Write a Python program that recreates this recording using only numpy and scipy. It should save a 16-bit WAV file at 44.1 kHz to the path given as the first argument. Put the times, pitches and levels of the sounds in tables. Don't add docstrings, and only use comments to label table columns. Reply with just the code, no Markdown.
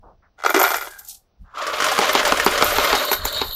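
import sys
import numpy as np
from scipy import signal
from scipy.fft import rfft, irfft, next_fast_len
from scipy.io import wavfile

SR = 44100
rng = np.random.default_rng(int(sys.argv[2]) if len(sys.argv) > 2 else 0)


def waveform_to_disk(signal):
    frames = np.transpose(np.atleast_2d(signal))
    scaled = np.clip(frames, -1, 1) * 32767
    samples = np.round(scaled).astype(np.int16)
    wavfile.write(sys.argv[1], SR, samples)


N = 156555

# (frequency [Hz], level [dB])
FLOOR_COLOUR = [(59, -38.5), (100, -8), (574, -11.5), (730, -9), (896, -15.5), (1970, -25.5), (6000, -27),
                (7800, -75), (13200, -120)]
# (time [s], level [dB])
RUMBLE_LEVEL = [(0.0, -47), (0.34, -68), (0.73, -55.5), (1.36, -67.5), (1.42, -36), (1.5, -60),
                (2.8, -34.5), (2.87, -56), (2.94, -31.5), (3.03, -63.5), (3.25, -31), (3.29, -44),
                (3.51, -34), (3.55, -47)]
# (frequency [Hz], level [dB])
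RUMBLE_COLOUR = [(11, -33), (18, 5), (50, 1.5), (83, -0.5), (135, -14.5), (200, -12), (260, -33),
                 (440, -120)]
# (start [s], length [s], level [dB], centre [Hz], offset from centre that is 12 dB down [Hz])
SOFT_SWELLS = [(0.025, 0.16, -48, 740, 650), (0.222, 0.092, -57, 1310, 850), (0.865, .24, -45.5, 1600, 110),
               (0.962, 0.33, -60.5, 800, 80), (1.437, 0.35, -53.5, 1230, 595),
               (1.534, 0.44, -28.5, 1216, 290)]
# (time [s], level [dB])
POUR_LEVEL = [(0.356, -94), (0.39, -42.5), (0.434, -31.5), (0.45, -22), (0.538, -30), (0.544, -12.5),
              (0.752, -19.5), (1.128, -66.5), (1.2, -81)]
# (time [s], peak [dB], low thump of the tub's base relative to it [dB])
TIP_HITS = [(0.392, -44, -9), (0.437, -12, -26), (0.448, -13.5, -21), (0.461, -1.5, -23),
            (0.493, -7.5, -15), (0.504, -9, -19), (0.544, -4.5, -6), (0.547, -11, -8), (0.562, -4, -4.5),
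            (0.575, -11, 0.5), (0.591, -8, -11), (0.603, -11.5, -6.5), (0.614, -1, -19), (0.638, -3, -13.5),
            (0.648, -7, -20.5), (0.655, -18, -13.5), (0.704, -8.5, -17.5), (0.742, -6.5, -26),
            (0.758, -18, -18.5), (0.81, -18, -33.5), (0.823, -18.5, -22.5), (0.871, -21, -16)]
# (frequency [Hz], width [Hz], level [dB])
HELD_TUB_MODES = [(416, 60, -5.5), (731, 188, 2.5), (1405, 148, 7.5), (2045, 78, 2.5), (2345, 110, -3.5),
                  (2880, 89, -8.5), (3320, 270, -8.5), (5800, 2200, -15.5)]
# (frequency [Hz], width [Hz], level [dB])
TUB_BASE_MODES = [(372, 38, 7), (262, 130, -13.5)]
# (time [s], peak [dB])
LANDINGS = [(1.988, -3), (2.15, -4), (2.321, -1.5), (2.462, 0), (2.623, 0), (2.783, -3.5), (2.928, -3.5),
            (3.114, -6.5), (3.252, -13), (3.414, -9.5)]
# (frequency [Hz], width [Hz], level [dB])
TABLE_TUB_MODES = [(233.4, 74, -4), (428, 67, 5), (690, 510, -6), (849, 160, 5.5), (1166, 220, -3),
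                   (1413, 200, -2)]
# (frequency [Hz], width [Hz], level [dB])
CLACK_MODES = [(2110, 460, -0.5), (3720, 1700, 2), (5450, 4400, -6)]
# (time [s], level of the scratchy contact [dB], level of the high ring [dB])
JOSTLE_LEVELS = [
    [(0.33, -103, -107), (0.378, -103, -110), (0.458, -49, -44.5), (0.586, -40, -35.5), (0.596, -36, -26.5),
     (0.74, -34, -31.5), (0.98, -55, -63), (0.992, -42, -35), (1.028, -61, -71), (1.096, -37.5, -47.5),
     (1.156, -44, -52), (1.25, -120, -106)],
    [(1.5, -102, -111), (1.59, -59, -61), (1.85, -39, -46), (2.62, -37, -42.5), (2.64, -33.5, -31.5),
     (3.1, -38, -40), (3.13, -40, -21), (3.23, -54, -60), (3.25, -39, -30), (3.27, -36.5, -47),
     (3.54, -52.5, -35.5), (3.55, -44.5, -27)],
]
# (frequency [Hz], level [dB])
SCRATCH_COLOUR = [(1470, -53), (2500, -18), (3390, -7), (6950, -1.5), (11500, -3), (13600, -18),
                  (15500, -4)]
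# (time [s], nominal level [dB], middle pitch [Hz])
CLINKS = [(0.499, -16, 13160), (0.595, -9.5, 13170), (0.628, -9.5, 13080), (0.7639, -14, 12980),
          (0.8118, -24.5, 13300), (0.9936, -29, 13580), (1.0474, -31, 13300), (1.0844, -24, 13100),
          (2.129, -15, 13380), (2.274, -20, 13460), (2.4446, -14.5, 13440), (2.6417, -10.5, 13040),
          (2.7349, -22.5, 12850), (2.775, -16, 13250), (2.8439, -13.5, 13600), (3.0498, -17, 13400),
          (3.117, -9.5, 13340), (3.129, -16, 12700), (3.251, -9, 13400), (3.3253, -20.5, 13600)]
# (time [s], level of the hollow rattle and pings [dB], level of the brighter clatter [dB])
TUMBLE_LEVELS = [(1.4, -90, -92), (1.535, -60.5, -65), (1.552, -38, -42.5), (1.59, -34.5, -33.5),
                 (1.7, -27, -34), (1.73, -31, -33.5), (2.0, -23, -24.5), (2.2, -21.5, -23),
                 (2.245, -25, -37.5), (2.255, -20, -24.5), (2.35, -24, -27.5), (2.82, -23, -26),
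                 (2.99, -22, -25), (3.12, -33.5, -49), (3.27, -33, -49), (3.41, -32.5, -34.5),
                 (3.55, -47.5, -76)]
# (frequency [Hz], width [Hz], level [dB])
HOUSING_MODES = [(215, 63, -20.5), (573, 197, 3), (834, 600, -6.5), (1074, 320, 2.5), (1480, 310, 1),
                 (1829, 160, 1)]
# (frequency [Hz], level [dB])
CLATTER_COLOUR = [(1200, -40), (1900, 2), (2600, -0.5), (3300, 0), (5500, -9), (7500, -12.5), (9000, -120)]
# (time [s], peak [dB])
KNOCKS = [(1.58, -19), (1.62, -9.5), (1.666, -4.5), (1.786, -14), (1.801, 1), (1.821, 4), (1.841, 1),
          (1.864, 1), (1.884, 1), (1.915, 0.5), (1.978, -1), (2.013, 2), (2.051, -9), (2.092, 1),
          (2.193, -10.5), (2.25, 1), (2.274, 0.5), (2.371, -2), (2.397, 2.5), (2.54, -13.5), (2.576, 0.5),
          (2.61, -1), (2.72, -4.5), (2.809, -6), (2.844, 0), (2.892, -12.5), (2.95, 1.5), (3.012, -9),
          (3.045, -10), (3.082, -6), (3.128, -0.5), (3.262, -11.5), (3.274, -18.5), (3.428, -16.5)]
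# (time [s], level [dB])
RASP_LEVEL = [(2.7, -38), (2.8, -36.5), (2.97, -22.5), (3.096, -25), (3.132, -20), (3.158, -29),
              (3.262, -29), (3.29, -21), (3.32, -28), (3.35, -20), (3.412, -19), (3.45, -30.5),
              (3.55, -28.5)]
# (frequency [Hz], width [Hz], level [dB])
RASP_MODES = [(3060, 340, 11), (3730, 230, 17), (4340, 540, 13.5), (5150, 170, -12), (7000, 500, 7)]

FLOOR_DB = -70
ROOM_T60_S, ROOM_DB = 0.18, -9
TOP_HZ = 15600
HIT_VARY_DB = 2.2
BOUNCE_S, BOUNCE_DB = 0.006, -6
RING_HZ, RING_SPREAD_HZ = 13080, 290
CHIRP_HZ, CHIRP_SPREAD_HZ, CHIRP_DB = 4034, 360, -3


def amp(db):
    return 10 ** (np.asarray(db) / 20)


def unit(x):
    return x / np.sqrt(np.mean(x ** 2) + 1e-20)


def curve(rows, count=1):
    rows = np.asarray(rows)
    t = np.arange(N) / SR
    return amp(np.interp(t, rows[:, 0], rows[:, count], left=-140, right=rows[-1, count]))


def filtered(x, response):
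    m = next_fast_len(N + SR // 2)
    return irfft(rfft(x, m) * response(np.fft.rfftfreq(m, 1 / SR)), m)[..., :N]


def colour(x, points):
    f, db = np.transpose(points)
    return filtered(x, lambda hz: amp(np.interp(np.log(hz + 1), np.log(f + 1), db, left=-60, right=-60)))


def body(x, peaks):
    def response(f):
        return sum((-1) ** k * amp(db) * 1j * f * width / (centre ** 2 - f * f + 1j * f * width)
                   for k, (centre, width, db) in enumerate(peaks))
    return filtered(x, response)


def contacts(rate, spread_db, t60, bed):
    strength_db = spread_db * np.minimum(rng.exponential(size=N), 3)
    starts = (rng.random(N) < rate / SR) * amp(strength_db)
    t = np.arange(2000) / SR
    shape = amp(-60 * t / t60) * (1 - np.exp(-t / 0.0021))
    envelope = unit(signal.fftconvolve(starts, shape)[:N]) + bed
    return unit(envelope * rng.standard_normal(N))


def blows(rows, peaks, t60, rise_s, vary_db, push=0):
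    out, t = np.zeros(N + 3000), np.arange(3000) / SR
    impulse = np.eye(1, N)[0]
    modes = np.array([(-1) ** k * body(impulse, [peak])[:3000] for k, peak in enumerate(peaks)])
    for s, db in rows:
        force = rng.standard_normal(3000) * amp(-60 * t / t60) * (1 - np.exp(-t / rise_s)) ** 2
        force[int(rise_s * SR):][:9] += push * np.hanning(9) / 4
        struck = amp(vary_db * rng.standard_normal(len(peaks))) @ modes
        hit = signal.fftconvolve(force, struck)[:3000]
        out[round(s * SR):][:3000] += amp(db) * hit / np.abs(hit).max()
    return out[:N]


def rings(s, gain, hz, t60):
    k = np.arange(2400)
    t = k / SR
    envelope = (1 - np.exp(-t / 0.003)) * amp(-60 * t / t60[:, None])
    wave = gain[:, None] * np.sin(2 * np.pi * hz[:, None] * t) * envelope
    places = np.round(s * SR).astype(int)[:, None] + k
    return np.bincount(places.ravel(), wave.ravel(), N + 2400)[:N]


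def quiet_floor():
    return amp(FLOOR_DB) * unit(colour(rng.standard_normal(N), FLOOR_COLOUR))


def room(x):
    t = np.arange(SR // 4) / SR
    tail = rng.standard_normal(SR // 4) * amp(-60 * t / ROOM_T60_S)
    return signal.fftconvolve(np.pad(x, (150, 0)), tail / np.linalg.norm(tail))[:N]


def handling_rumble():
    return curve(RUMBLE_LEVEL) * unit(colour(rng.standard_normal(N), RUMBLE_COLOUR))


def rustles_and_motor_start():
    t, out = np.arange(N) / SR, np.zeros(N)
    for s, length, db, hz, width in SOFT_SWELLS:
        swell = np.sin(np.pi * np.clip((t - s) / length, 0, 1) ** 0.47).clip(0) ** 1.8
        band = filtered(rng.standard_normal(N), lambda f: amp(-12 * ((f - hz) / width) ** 2))
        out += amp(db) * swell * unit(band)
    return out


def tub_pour():
    pouring = np.arange(N) < POUR_LEVEL[-1][0] * SR
    sliding = contacts(390, spread_db=-2.5, t60=0.0033, bed=0.27)
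    slide = curve(POUR_LEVEL) * pouring * unit(body(sliding, HELD_TUB_MODES))
    base_hits = [(s, db + low_db) for s, db, low_db in TIP_HITS]
    thumps = blows(base_hits, TUB_BASE_MODES, t60=0.0062, rise_s=0.00072, vary_db=2.0, push=1.1)

    def low_cut(hz):
        return (1j * hz / 220) ** 2 / (1 + 1j * hz / 160 + (1j * hz / 220) ** 2)

    tips = blows([row[:2] for row in TIP_HITS], HELD_TUB_MODES,
                 t60=0.025, rise_s=0.0003, vary_db=HIT_VARY_DB, push=0.99)
    return amp(-4.5) * slide + tips + filtered(thumps, low_cut)


def tub_landings():
    s, db = np.transpose(LANDINGS)
    bounce_s = s + BOUNCE_S * rng.uniform(0.6, 1.3, len(s))
    drops = np.r_[np.c_[s, db], np.c_[bounce_s, db + BOUNCE_DB]]
    knocks = blows(drops, TABLE_TUB_MODES, t60=0.0091, rise_s=0.0015, vary_db=3.5, push=4)
    clacks = blows(LANDINGS, CLACK_MODES, t60=0.0087, rise_s=0.0012, vary_db=3.5)
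    return knocks + amp(-4) * clacks


def coin_jostle():
    rows = np.vstack(JOSTLE_LEVELS)
    rubbing = contacts(240, spread_db=3.5, t60=0.037, bed=0.3)
    scratch = curve(rows) * unit(colour(rubbing, SCRATCH_COLOUR))
    u, g = rng.random((1300, 2)), rng.standard_normal((1300, 2))
    hz = RING_HZ + RING_SPREAD_HZ * g[:, 1]
    haze = unit(rings(u[:, 0] * N / SR, amp(4.8 * g[:, 0]), hz, 0.078 + 0.052 * u[:, 1]))
    return scratch + curve(rows, count=2) * haze


def coin_clinks():
    s, db, hz = np.transpose(CLINKS)
    tones = np.zeros(N)
    for off_hz in (0, -230, 310):
        start = s + rng.uniform(0, 0.0029, len(s))
        gain = amp(db + 2.3 * rng.standard_normal(len(s)))
        tones += rings(start, gain, hz + off_hz, np.full(len(s), 0.022))
    crack_modes = [(7050, 290, 7), (9140, 700, -2.0), (12500, 7100, -5)]  # (Hz, width Hz, dB)
    cracks = blows(np.c_[s, db - 4], crack_modes, t60=0.022, rise_s=0.0011, vary_db=4, push=1.87)
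    return tones + cracks


def disc_rasp():
    scraping = contacts(370, spread_db=4, t60=0.014, bed=0.7)
    rasp = unit(body(body(scraping, RASP_MODES), RASP_MODES))
    u, g = rng.random((900, 2)), rng.standard_normal((900, 2))
    hz = CHIRP_HZ + CHIRP_SPREAD_HZ * g[:, 1]
    chirps = unit(rings(u[:, 0] * N / SR, amp(3.5 * g[:, 0]), hz, 0.014 + 0.012 * u[:, 1]))
    return curve(RASP_LEVEL) * unit(rasp + amp(CHIRP_DB) * chirps)


def coin_pings():
    u, g = rng.random((1400, 2)), rng.standard_normal((1400, 2))
    hz = 500 + np.minimum(900 * np.exp(0.799 * g[:, 0]), 7000)
    gain = amp(4.2 * g[:, 1]) * (1300 / hz) ** 0.17
    return unit(rings(u[:, 0] * N / SR, gain, hz, (12 + 30 * u[:, 1]) / hz))


def machine():
    rolling = contacts(210, spread_db=2, t60=0.028, bed=0.8)
    hollow = curve(TUMBLE_LEVELS) * unit(body(rolling, HOUSING_MODES))
    clatter = curve(TUMBLE_LEVELS, count=2) * unit(colour(rolling, CLATTER_COLOUR))
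    pings = curve(TUMBLE_LEVELS) * coin_pings()
    knock_modes = HOUSING_MODES + [(2213, 240, -2), (3020, 230, -2.5), (5600, 2500, -9.0)]
    knocks = blows(KNOCKS, knock_modes, t60=0.07, rise_s=0.001204, vary_db=HIT_VARY_DB, push=9)
    tumble = amp(-1.28) * hollow + amp(-1) * clatter + amp(-5.5) * pings
    return tumble + amp(-8.5) * knocks + amp(-5.0) * disc_rasp()


def scene():
    near = tub_pour() + tub_landings() + coin_jostle() + coin_clinks() + machine()
    under = handling_rumble() + rustles_and_motor_start() + quiet_floor()
    return (near + amp(ROOM_DB) * room(near) + under)[None]


def record(dry):
    clipped = dry / (1 + np.abs(dry / 0.98) ** 6) ** (1 / 6)
    return filtered(clipped, lambda hz: hz < TOP_HZ)


dry = scene()
out = record(dry)
waveform_to_disk(out)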